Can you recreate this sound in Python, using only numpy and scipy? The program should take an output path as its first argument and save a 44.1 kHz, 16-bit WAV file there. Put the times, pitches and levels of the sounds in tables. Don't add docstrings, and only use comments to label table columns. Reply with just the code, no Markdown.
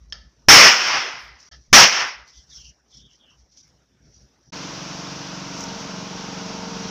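import sys
import numpy as np
from scipy import signal
from scipy.fft import rfft, irfft, next_fast_len
from scipy.io import wavfile
from scipy.ndimage import uniform_filter1d, map_coordinates

SR = 44100
rng = np.random.default_rng(int(sys.argv[2]) if len(sys.argv) > 2 else 0)


def how_loud(loudness_db):
    steps = np.asarray(loudness_db, float) / 20
    return 10 ** steps


def put_to_file(sound):
    columns = np.atleast_2d(sound).T
    safe = np.clip(columns, -1, 1)
    whole_steps = np.round(safe * 32767)
    wavfile.write(sys.argv[1], SR, whole_steps.astype(np.int16))


N = 304290
T = np.arange(N) / SR
EDGE_HZ, TOP_HZ = 6800, 15520

# (start [s], end [s])
CUTS = [
    (1.491, 1.513),
    (4.506, 4.521),
]
(TAKE_1_END, TAKE_2_START), (TAKE_2_END, TAKE_3_START) = CUTS


def unit(x):
    return x / np.sqrt(np.mean(x ** 2) + 1e-20)


def along(points, hz):
    f, v = np.transpose(points)
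    return np.interp(np.log(hz + 1), np.log(f + 1), v)


def wobble(rate):
    s = np.append(T[::16], N / SR)
    knots = rng.standard_normal(int(N * rate / SR) + 4)
    return np.interp(T, s, map_coordinates(knots, [s * rate]))


def swell(s, db, hold, rise, t60):
    fall = np.maximum(s - T, 0) / abs(rise) + np.maximum(T - s - hold, 0) / abs(t60)
    return how_loud(db) * np.exp(-np.log(1000) * fall)


def filtered(x, response):
    m = next_fast_len(N + SR // 2)
    return irfft(rfft(x, m) * response(np.fft.rfftfreq(m, 1 / SR)), m)[:N]


def recorder(hz):
    step = lambda edge_hz: .5 + .5 * np.tanh((hz - edge_hz) / 40)
    return how_loud(-10 * step(EDGE_HZ) - 30 * step(TOP_HZ) - 9 / (1 + (hz / 100) ** 6))


def noise(shape_db, patchy_db):
    hz, s, z = signal.stft(rng.standard_normal(N), SR, nperseg=1024)
    hz = hz[:, None]
    field = uniform_filter1d(rng.standard_normal(z.shape), size=10, axis=0)
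    field = uniform_filter1d(field, size=4, axis=1)
    gain = how_loud(shape_db(hz, s) + 0 * s) / recorder(np.minimum(hz, 15000))
    gain = gain / np.sqrt(np.mean(gain ** 2, axis=0)) * how_loud(patchy_db * unit(field))
    return unit(signal.istft(z * gain, SR, nperseg=1024)[1][:N])


def coloured(spectrum, patchy_db):
    return noise(lambda hz, s: along(spectrum, hz), patchy_db)


def hum(gain):
    white = rng.standard_normal(N)
    return filtered(white, lambda hz: gain(hz) / recorder(hz)) / np.std(filtered(white, gain))


def ringing(s, modes):
    t = np.maximum(T[:SR] - s, 0)
    ring = sum(how_loud(db - 60 * t / t60) * np.sin(2 * np.pi * hz * t) for hz, db, t60 in modes)
    return np.pad((1 - np.exp(-t / 0.00038)) * ring, (0, N - SR))


# (frequency [Hz], width [Hz])
THROB = (60, 7.6)
# (frequency [Hz], level [dB per Hz])
RUMBLE_COLOUR = [(15, -38.5), (30, -13.5), (90, -2), (140, 2), (220, -7), (350, -16), (600, -30.5),
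                 (900, -120)]
# (frequency [Hz], level [dB per Hz])
AIR_COLOUR = [(120, -30.5), (200, -1.5), (894, -10), (1620, -12), (2170, -15), (4550, -19), (5680, -10),
              (8220, -35.5), (15100, -37.5), (16600, -48)]
# (time [s], hold [s], throb [dB], rumble [dB])
SWELLS = [(0.018, .26, -47.5, -62.5), (.37, .08, -64, -69), (.88, .13, -67, -55.5), (1.08, 0.11, -75, -61),
          (1.24, 0.12, -54.5, -64.5), (1.53, .08, -51, -67), (1.69, .03, -57, -63), (2.03, 0.023, -63, -55),
          (2.17, 0.061, -55, -66), (2.377, .02, -49.5, -66), (2.497, .03, -66, -60),
          (2.57, 0.14, -52.5, -65.5), (2.95, .12, -60, -63), (3.392, .05, -57, -70), (3.599, .2, -76, -72),
          (4.009, .1, -61, -61.5), (4.17, 0.082, -56, -60.5), (4.479, .03, -64, -57.5)]


def room():
    throb_gain, rumble_gain = how_loud(-70), how_loud(-73)
    for s, hold, throb_db, rumble_db in SWELLS:
        shape = swell(s, 0, hold, rise=.09, t60=0.075)
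        throb_gain = throb_gain + how_loud(throb_db) * shape
        rumble_gain = rumble_gain + how_loud(rumble_db) * shape
    centre_hz, width_hz = THROB
    throb = hum(lambda hz: 1 / (1 + ((hz - centre_hz) / width_hz) ** 4))
    throb /= np.sqrt(np.abs(uniform_filter1d(throb ** 2, size=2500))) / 2.5 + .3
    rumble = hum(lambda hz: how_loud(along(RUMBLE_COLOUR, hz))) * how_loud(3 * wobble(14))
    air = how_loud(-67.5 + 1.5 * wobble(6)) * coloured(AIR_COLOUR, patchy_db=3.5)
    quiet = how_loud(2) * throb_gain * throb + how_loud(0.5) * rumble_gain * rumble + air
    return quiet * (T < TAKE_2_END)


# (time [s], length [s], level [dB], first [Hz], last [Hz])
BIRD_NOTES = [
    (2.345, 0.066, -60.5, 3480, 3380),
    (2.516, .19, -54, 3660, 2880),
    (2.931, .14, -58, 3330, 3470),
    (3.085, .06, -59, 3100, 3080),
    (3.21, .12, -58, 3450, 2920),
]


def bird():
    out = np.zeros(N)
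    for s, length, db, first_hz, last_hz in BIRD_NOTES:
        slide = 1 - np.clip(1 - (T - s) / length, 0, 1) ** 1.6
        pitch = first_hz + (last_hz - first_hz) * slide
        turn = 2 * np.pi * np.cumsum(pitch + 60 * wobble(40)) / SR
        blur = wobble(750) * np.cos(turn) + wobble(750) * np.sin(turn)
        echoes = 0.88 * how_loud(2.9 * wobble(45)) * swell(s, 0, length, 9, .15) * blur
        whistle = 0.5 * how_loud(3.1 * wobble(60)) * np.sin(turn)
        sag = how_loud(0.0036 * (pitch - first_hz))
        out += swell(s, db, length, rise=0.078, t60=.16) * sag * (echoes + whistle)
    return out


# (time [s], firings per second [Hz])
SPEED = [(4.53, 23.22), (5.3, 23.4), (5.53, 23.2), (5.7, 22.92), (6.1, 23.1), (6.3, 23.0), (6.4, 22.9),
         (6.9, 22.8)]
# (frequency [Hz], level [dB])
WEAK_HARMONICS = [(23, -34), (46, -17), (70, -25), (115, -13.5), (255, -21), (350, -19), (800, -18),
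                  (1100, -17.5)]
FAVOURED_ORDERS = [6, 7, 8, 9, 10, 12, 13, 14, 17, 20, 25, 28, 39, 40]
# (light load [dB], heavy load [dB])
FAVOURED_DB = [(-3, -12.5), (-4, -9.5), (0, 1), (-14, -0.5), (-12, -6.5), (-3, -5), (-11.5, -18),
               (-6.5, -18), (-15, -11.5), (-10.5, -2.5), (-12, -26), (-9, -10.5), (-11.5, -15), (-13, -9.5)]
# (frequency [Hz], level [dB per Hz])
DRONE_COLOUR = [(12, -50), (20, -10.5), (87, -10.5), (174, 5.5), (233, -3), (286, 2.5), (369, -14.5),
                (783, -11.5), (906, -9), (1600, -19.5), (2080, -54.5), (3520, -120)]
# (frequency [Hz], level [dB per Hz])
FAN_COLOUR = [(710, -24), (1200, -3.5), (1400, -1.5), (1800, -8), (2290, -7), (2680, -5.5), (4110, -8),
              (5650, -1.5), (6520, -8.5), (8300, -35.5), (10900, -44), (12600, -41), (13600, -47),
              (15500, -32), (16600, -78)]
IDLE_RATE, FULL_LOAD_SAG_HZ = 23.3, 0.46
EXHAUST_DB, LOAD_DB_PER_HZ, FAN_DB = -35, 4.5, -37


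def generator():
    rate = np.interp(T, *np.transpose(SPEED))
    on = slice(int(TAKE_2_END * SR), N)
    turn = 2 * np.pi * np.cumsum(rate * (1 + .001 * wobble(9))) / SR
    load = np.clip((IDLE_RATE - rate[on]) / FULL_LOAD_SAG_HZ, 0, 1)
    favoured = dict(zip(FAVOURED_ORDERS, FAVOURED_DB))
    lines = np.zeros(N)
    for k in range(1, 49):
        light_db, heavy_db = favoured.get(k, [along(WEAK_HARMONICS, k * IDLE_RATE)] * 2)
        loose = k / 20
        level_db = light_db + load * (heavy_db - light_db) + (.7 + 1.2 * loose) * wobble(5)[on]
        scatter = loose * (2.2 * rng.uniform(-1, 1) + .35 * wobble(8)[on])
        lines[on] += how_loud(level_db) * np.cos(k * turn[on] + scatter)
    lines[on] = unit(lines[on])
    puff = how_loud(0.5 * np.cos(turn))
    drone = hum(lambda hz: how_loud(along(DRONE_COLOUR, hz) - 6 * (hz > 110) * (hz < 340)))
    hiss = how_loud(FAN_DB + 0.61 * wobble(6)) * coloured(FAN_COLOUR, patchy_db=0.6)
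    exhaust_gain = how_loud(EXHAUST_DB + LOAD_DB_PER_HZ * (IDLE_RATE - rate))
    exhaust = exhaust_gain * (how_loud(-1.7) * lines + how_loud(-7) * puff * drone)
    return (exhaust + hiss) * np.clip((T - TAKE_3_START) / .012, 0, 1)


# (time [s], level [dB], hold [s], t60 [s])
MOVES = [(0, -74.5, 0.12, .3), (.3, -74, 0.23, .3), (1.398, -51.5, .02, 0.76), (1.56, -72, 0.059, .6),
         (2.279, -49.5, 0.0096, 0.17), (2.358, -51.5, .05, .2), (2.502, -52, 0.19, .12),
         (2.55, -51.5, 0.042, 0.28), (2.916, -56, 0.091, 0.15), (2.947, -59, 0.026, 0.25),
         (3.125, -59, .01, 0.24), (3.31, -67, .01, .3), (3.39, -65, .01, .3), (3.52, -63, .01, 0.401),
         (3.581, -51, .01, 0.4), (4.05, -65, .07, .3), (4.15, -60, .01, .7), (4.42, -69.5, .08, .3)]
# (frequency [Hz], level [dB per Hz])
CLOTH_COLOUR = [(2200, -30), (3300, -18), (4300, -10), (5000, -3.5), (5800, 3.5), (6700, -12.5),
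                (7600, -30), (13000, -57), (15400, -30), (16600, -72)]
# (time [s], peak [dB])
SNAPS = [(.1, -44), (1.4017, -41), (1.4276, -43), (3.063, -50), (3.1183, -54), (3.5184, -55), (3.573, -39),
         (4.0527, -58)]
# (time [s], level [dB], rise [s], t60 [s])
SCUFF = (2.54, -58, .2, .2)


def rustle():
    sheet = coloured(CLOTH_COLOUR, patchy_db=2.0)
    snaps = sum(how_loud(db - 8 - 60 * np.abs(T - s) / 0.021) * (T > s) for s, db in SNAPS)
    moves = how_loud(-80) + sum(swell(s, db, hold, .09, t60) for s, db, hold, t60 in MOVES)
    s, db, rise, t60 = SCUFF
    scuff_gain = swell(s, db, 0, rise, t60) + swell(s, db - 16, .03, rise, .8)
    scuff_colour = [(400, -25), (800, -8), (1500, 5), (2300, -5), (3200, -28)]  # (frequency [Hz], level [dB per Hz])
    scuff = scuff_gain * coloured(scuff_colour, patchy_db=6.5)
    heard = ((T < TAKE_1_END) | (T > TAKE_2_START)) * (T < TAKE_3_START)
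    return ((moves * how_loud(2.2 * wobble(90)) + snaps) * sheet + scuff) * heard


# (time [s], level [dB], hold [s])
SLEEVE = (1.2, -61, .05)
# (frequency [Hz], level [dB per Hz])
SWISH_COLOUR = [(6000, -25), (7200, 1.5), (8500, -12), (9500, -4), (12500, -4), (13500, -14), (15200, 0),
                (16000, -30)]


def sleeve():
    return swell(*SLEEVE, rise=.2, t60=.2) * coloured(SWISH_COLOUR, patchy_db=2.1)


# (frequency [Hz], level [dB])
BRUSH_COLOUR = [(4000, 0), (5800, 34), (8000, 7), (9000, -5), (11000, -8), (12300, 2), (13800, -10),
                (15300, 6), (16000, -30)]
# (time [s], flick [dB], brushing [dB])
FLICKS = [
    (5.608, -34, -42),
    (5.640, -32, -43),
    (5.808, -60, -45),
]


def balloon():
    drag = swell(5.56, -56, 0.37, .1, .1)
    for s, flick_db, brush_db in FLICKS:
        drag = drag + swell(s, flick_db, 0, 0.014, 0.016) + swell(s, brush_db, 0, .25, .13)
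    return drag * coloured(BRUSH_COLOUR, patchy_db=-0.5)


# (time [s], level [dB], lower modes [dB])
TAPS = [
    (.1240, -25.5, 2),
    (.1290, -24, -8),
]
# (frequency [Hz], level [dB], t60 [s])
ROD_MODES = [(1240, -16, 0.022), (1740, -6, 0.025), (3240, 6, 0.011), (3480, -10, 0.014), (4530, -10, .03),
             (5280, 3, 0.02), (5470, -8, 0.017), (6500, -13, 0.015)]
# (frequency [Hz], level [dB], t60 [s])
LINGER = [(1750, -25, .45), (3200, -29, .4), (4560, -25, .4), (5250, -24, .3), (6400, -30, .3),
          (620, -32, .3)]
# (time [s], level [dB], hold [s], t60 [s])
TAP_TAIL = [
    (.136, -44, 0.00079, .39),
    (1.522, -48, 0.024, .12),
]
# (frequency [Hz], level [dB per Hz])
TAP_COLOUR = [(240, -49), (400, -14), (620, -8), (950, -12.5), (1180, -20), (1270, 2.5), (1440, -10),
              (1730, 0.5), (2620, -17), (2760, -8.5), (3240, -3), (4070, -10.5), (5220, 2), (6550, -18),
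              (8000, -54), (10400, -84), (17600, -120)]


def rod():
    knocks = np.zeros(N)
    for s, db, low_db in TAPS:
        modes = [(hz, g + low_db * (hz < 4000), t60) for hz, g, t60 in ROD_MODES]
        knocks += how_loud(db) * ringing(s, modes)
    linger = how_loud(TAPS[0][1]) * ringing(TAPS[0][0], LINGER)
    later_s = TAP_TAIL[1][0] - TAP_TAIL[0][0] - .02
    again = np.roll(linger, round(later_s * SR)) * swell(TAKE_2_START, -3, .04, .01, .5)
    knocks += (linger + again) * how_loud(3 * wobble(40))
    tail = sum(swell(s, db, hold, .03, t60) for s, db, hold, t60 in TAP_TAIL)
    return knocks + tail * coloured(TAP_COLOUR, patchy_db=0)


# (frequency [Hz], level [dB per Hz])
ROAR_COLOUR = [(95, -40.5), (140, -21.5), (300, -13), (500, -9), (900, -2.5), (2000, 1), (3000, -3),
               (4000, -11.5), (5450, 0.5), (6500, -12.5), (7200, -28), (11500, -54.5), (15300, -34),
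               (16600, -80.5)]
# (frequency [Hz], t60 [s])
ROOM_T60 = [(100, 0.48), (300, 1), (700, 1.15), (1400, 1.2), (2700, 1.095), (4200, 1.1), (5400, 0.94),
            (6800, 0.82), (9000, .7), (15000, .7)]
# (frequency [Hz], level [dB], t60 [s])
GLASS = [(2023, -48, 1.1), (4877, -56, 1.1)]
# (time [s], ageing speed of the tail [ratio], heard until [s])
BLASTS = [
    (.485, 1, 1.5),
    (1.729, 1.7, 2.42),
]
PINNED_DB, PINNED_S, TURN_DB, TURN_S = -6.5, .19, 10.5, .09
SHELF_DB_PER_S, SHELF_END_S, DYING_DB_PER_S = 12, .495, 72


def blasts():
    out = np.zeros(N)
    for start, pace, end in BLASTS:
        def fading(hz, s):
            tail_age = pace * np.clip(s - start, 0, 1)
            return along(ROAR_COLOUR, hz) - 60 * (tail_age - .4) / along(ROOM_T60, hz)

        age = pace * np.maximum(T - start, 0)
        roar_db = PINNED_DB - TURN_DB * np.clip((age - PINNED_S) / TURN_S, 0, 1)
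        roar_db -= SHELF_DB_PER_S * np.maximum(age - PINNED_S, 0)
        roar_db -= DYING_DB_PER_S * np.maximum(age - SHELF_END_S, 0)
        over_db = 13 * np.clip(1 - age / .22, 0, 1)
        rise = np.clip((T - start) / .0008, 0, 1) ** 2
        roar_gain = rise * (T < end) * how_loud(roar_db + over_db + 0.53 * wobble(60))
        out += roar_gain * noise(fading, patchy_db=1.5)
        u = age / pace / .0015
        out -= u * np.exp(1 - u)
        singing = (T < end) * np.clip((age - .35) / 0.29, 0, 1) * how_loud(2 * wobble(11.96))
        for hz, db, t60 in GLASS:
            out += singing * how_loud(db - 60 * (age - .7) / t60) * np.sin(2 * np.pi * hz * T)
    return out


def scene():
    background = room() + bird() + generator()
    handling = rustle() + sleeve() + balloon()
    return (background + handling + rod() + blasts())[None]


def roll_off(x):
    return signal.sosfilt(signal.butter(12, 16740, fs=SR, output="sos"), x)


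# (time [s], peak [dB])
GAIN_TICKS = [(0.6794, -22.5), (0.8779, -26), (1.0779, -50.5), (1.279, -52), (1.479, -61), (1.8794, -25),
              (2.0787, -38), (2.2787, -51), (3.6794, -56)]


def record(dry):
    x = dry[0] / (1 + np.abs(dry[0] / .85) ** 6) ** (1 / 6)
    for s, db in GAIN_TICKS:
        x[round(s * SR)] += how_loud(db + 16)
    x = filtered(x, lambda hz: recorder(hz) * hz ** 2 / (hz ** 2 + 15 ** 2))
    for a, b in CUTS:
        x = x * np.clip(np.maximum(a - T, T - b) / .002, 0, 1)
    return roll_off(np.clip(x, -1, 1)[None])


dry = scene()
out = record(dry)
put_to_file(out)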